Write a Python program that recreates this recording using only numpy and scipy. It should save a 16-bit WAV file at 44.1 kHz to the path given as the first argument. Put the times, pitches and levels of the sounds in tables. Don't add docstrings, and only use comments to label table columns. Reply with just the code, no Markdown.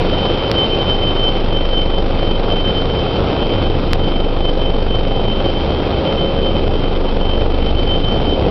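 import sys
import numpy as np
from scipy import signal
from scipy.fft import rfft, irfft, next_fast_len
from scipy.io import wavfile
from scipy.ndimage import uniform_filter1d, map_coordinates

SR = 44100
rng = np.random.default_rng(int(sys.argv[2]) if len(sys.argv) > 2 else 0)


def invert_db(x):
    u = np.asarray(x, float) / 20
    return 10 ** u


def store_wav(level_fs):
    pcm = np.round(np.clip(np.atleast_2d(level_fs), -1, 1) * 32767)
    wavfile.write(sys.argv[1], SR, pcm.T.astype(np.int16))


N = 374850

# (far engine [Hz], near engine [Hz])
CYCLE_HZ = (3.986, 4.046)
FULL_SCALE = .715


def unit(x):
    return x / np.sqrt(np.mean(x ** 2) + 1e-20)


def along(points, hz):
    f, v = np.transpose(points)
    return np.interp(np.log(hz + 1), np.log(f + 1), v)


def curves(rows):
    s, *columns = np.transpose(rows)
    t = np.arange(N) / SR
    return [np.interp(t, s, column) for column in columns]


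def wobble(rate):
    knots = rng.standard_normal(int(N * rate / SR) + 4)
    return map_coordinates(knots, [np.arange(N) * rate / SR])


def filtered(x, response):
    m = next_fast_len(N + SR // 2)
    spectrum = rfft(x, m) * response(np.fft.rfftfreq(m, 1 / SR))
    return irfft(spectrum, m)[:N]


def roar():
    # (frequency [Hz], relative level [dB])
    roar_colour = [(15, -8.5), (60, -7), (150, -8), (250, -11), (380, -9.5), (540, -10.5), (650, -14.5),
                   (800, -15), (1030, -23), (1300, -23.5), (1800, -33), (2450, -29.5), (3500, -30),
                   (4800, -39), (6200, -47)]
    patchy_db, knocks_per_s, level_db = 1.0, 150, -19.5
    z = signal.stft(rng.standard_normal(N), nperseg=512)[2]
    patches = uniform_filter1d(rng.standard_normal(z.shape), 6, 0)
    patches = uniform_filter1d(patches, 10, 1)
    noise = signal.istft(z * invert_db(patchy_db * unit(patches)), nperseg=512)[1][:N]
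    knocks = (rng.random(N) < knocks_per_s / SR) * rng.uniform(0.075, 1, N)
    mixed = unit(noise) - .5 * unit(knocks)
    coloured = filtered(mixed, lambda hz: invert_db(along(roar_colour, hz)))
    return invert_db(level_db) * unit(coloured)


def rotor_whines():
    # (centre frequency [Hz], width [Hz], level [dB rms])
    rotors = [(3182, 7, -43), (4860, 14, -57), (390, 4, -36), (790, 8, -42), (98.8, 1, -36),
              (111.3, .6, -39), (117.5, .6, -41), (148, 1, -40), (184, 2, -38), (215, 1, -39),
              (340, .5, -38), (2560, 90, -47)]
    total = np.zeros(N)
    for centre, width, level_db in rotors:
        noise = rng.standard_normal(N)
        band = filtered(noise, lambda f: np.exp(-((f - centre) / width) ** 2))
        total += invert_db(level_db) * unit(band)
    return total


def pump_hum():
    # (time [s], level [dB rms])
    pump_levels = [(0, -48), (.5, -31), (1.1, -42.5), (2.4, -33.5), (4.2, -44), (5.2, -43), (5.6, -33),
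                   (6.3, -28), (6.8, -38), (8.5, -39.5)]
    pitch_hz = 546.5 + .8 * wobble(5)
    level_db = curves(pump_levels)[0] + 2.5 * wobble(6)
    tone = np.sqrt(2) * np.sin(2 * np.pi * np.cumsum(pitch_hz) / SR)
    return invert_db(level_db) * tone


def echoes(hz, width_hz):
    a, b = [unit(filtered(rng.standard_normal(N), lambda f: np.exp(-(f / width_hz) ** 2))) for _ in "ab"]
    angle = 2 * np.pi * np.cumsum(hz) / SR
    return a * np.cos(angle) + b * np.sin(angle)


def turbo_whine():
    # (time [s], level [dB rms])
    turbo_levels = [(0, -28.5), (.7, -23.5), (1.1, -25.5), (1.5, -27), (1.75, -23.5), (2.1, -31),
                    (2.5, -24.5), (2.8, -26), (3.1, -34.5), (3.45, -31), (3.95, -34), (4.3, -29.5),
                    (5.2, -30), (5.45, -26.5), (5.8, -33), (6.2, -28), (6.7, -31), (7.4, -32.5),
                    (8.05, -27), (8.5, -34)]
    # (time [s], frequency [Hz])
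    turbo_pitch = [(0, 3083), (.8, 3082), (1.6, 3088), (3, 3088), (4.6, 3085), (5.9, 3089), (7, 3085),
                   (8.5, 3086)]
    direct_db, skirt_db = -2, -5
    core_hz, skirt_hz = 8, 20
    hz = curves(turbo_pitch)[0]
    direct = np.sqrt(2) * np.sin(2 * np.pi * np.cumsum(hz + 3 * wobble(12)) / SR)
    room = echoes(hz, core_hz) + invert_db(skirt_db) * echoes(hz, skirt_hz)
    return invert_db(curves(turbo_levels)[0]) * unit(invert_db(direct_db) * direct + room)


def repeated(cycle_hz, orders, db, size=4096):
    lines = np.zeros(size // 2 + 1, complex)
    phases = np.exp(2j * np.pi * rng.random(len(orders)))
    lines[orders] = invert_db(db) * phases * size / np.sqrt(2)
    position = (np.arange(N) / SR * cycle_hz) % 1
    return np.interp(position * size, np.arange(size), irfft(lines, size), period=size)


def engines():
    # (waves per cycle, far engine level [dB rms], near engine level [dB rms])
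    low_orders = [(3, -44, -60), (5, -40, -35), (7, -39, -34), (8, -45, -35), (10, -45, -47),
                  (11, -37, -37), (12, -41, -38), (13, -37, -36), (16, -46, -50), (17, -40, -38),
                  (19, -42, -37), (20, -43, -46), (22, -60, -44), (23, -43, -43), (24, -51, -39),
                  (25, -55, -36), (26, -57, -37), (28, -46, -47)]
    # (frequency [Hz], level [dB])
    block_levels = [(110, -48), (200, -47), (400, -46), (560, -46), (640, -54), (1000, -62), (1500, -72)]
    far_hz, near_hz = CYCLE_HZ
    order, far_db, near_db = np.transpose(low_orders)
    order = order.astype(int)
    low = repeated(far_hz, order, far_db) + repeated(near_hz, order, near_db)
    high = np.arange(29, 360)
    high_db = along(block_levels, high * near_hz) + rng.normal(-1, 5, len(high))
    rattle = repeated(near_hz, high, high_db)
    return low + rattle * invert_db(0.8 * wobble(1.3))


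def firing():
    # (pressure crest in crank time [s], level [dB rms])
    firing_tones = [(.0032, -19.2), (.0297, -18.8)]
    # (time [s], crank lag [s])
    governor_lag = [(0, .002), (1, .002), (2.5, 0), (8.5, 0)]
    # (time [s], far engine level [dB rms], near engine level [dB rms])
    third_levels = [(0, -40, -30), (1.201, -39, -34.5), (2.199, -38, -37.5), (3.6, -26.5, -36),
                    (4.6, -34, -37), (5.498, -27.5, -35.5), (7.601, -25.5, -34.5), (8.5, -27.5, -35)]
    in_step_s = 6.62
    t = np.arange(N) / SR
    crank_times = (t, t - curves(governor_lag)[0])
    total = np.zeros(N)
    for cycle_hz, crank, (crest_s, db) in zip(CYCLE_HZ, crank_times, firing_tones):
        total += invert_db(db) * np.cos(2 * np.pi * 6 * cycle_hz * (crank - crest_s))
    for cycle_hz, db in zip(CYCLE_HZ, curves(third_levels)):
        total += invert_db(db) * np.cos(2 * np.pi * 18 * cycle_hz * (t - in_step_s))
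    return np.sqrt(2) * total


def scene():
    # (time [s], engines and roar gain [dB], bass gain [dB], treble gain [dB])
    walk = [(0, -2, -1.5, 5.5), (.7, -2, -2.5, 4), (1.4, -1.5, -2.5, 3.5), (2.1, -1, 1, 2.5),
            (2.8, -2, 0, 3), (3.3, 0, -0.5, 1.5), (3.9, -2, 1.5, 2), (4.6, -0.5, -2, 1), (5.3, -1, -1.5, 1),
            (6, -1.5, -1, 2), (6.7, -0.5, -1.5, 0), (7.4, 1, -3, 0), (8, -1, 3.5, 2), (8.5, 1.5, -2, -3)]
    engines_db, bass_db, treble_db = curves(walk)
    machines = roar() + engines()
    bass = filtered(machines, lambda hz: 1 / (1 + (hz / 170) ** 4))
    treble = filtered(machines, lambda hz: 1 / (1 + (900 / (hz + 1)) ** 4))
    machines = machines + (invert_db(bass_db) - 1) * bass + (invert_db(treble_db) - 1) * treble
    whines = rotor_whines() + pump_hum() + turbo_whine()
    return (whines + invert_db(engines_db) * machines + firing())[None]


def gain_control(x):
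    sense_hz, follow_s = 70, .0033
    depth, stiffness = 10, .45
    bass = filtered(x, lambda hz: 1 / (1 + (hz / sense_hz) ** 4))
    push = filtered(depth * bass ** 2, lambda hz: 1 / (1 + 2j * np.pi * hz * follow_s) ** 2)
    return x * invert_db(2.0) / (1 + push + stiffness * bass)


def overflow(x):
    # (time [s], time past full scale [s], width of the peak [s])
    wrapped_crests = [(.51543, .0001, .0004), (3.93313, .00011, .0011)]
    x = x + .7 * np.minimum(x, 0) ** 3
    y = x / (1 + np.abs(x / FULL_SCALE) ** 14) ** (1 / 14)
    t = np.arange(N) / SR
    for crest_s, wrap_s, width_s in wrapped_crests:
        away = np.abs(t - crest_s)
        crest = np.exp(-away / width_s)
        peaked = y * (1 - crest) + 1.2 * FULL_SCALE * crest
        y = np.where(away < wrap_s / 2, -1.1 * FULL_SCALE, peaked)
    return y


def low_pass(x):
    return signal.sosfilt(signal.butter(12, 15800, fs=SR, output="sos"), x)


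def record(dry):
    x = overflow(gain_control(dry[0]))
    x = filtered(x, lambda hz: hz / (hz + 3) * (.5 - .5 * np.tanh((hz - 5730) / 250)))
    finished = np.clip(x, -FULL_SCALE, FULL_SCALE)[None]
    return low_pass(finished)


dry = scene()
out = record(dry)
store_wav(out)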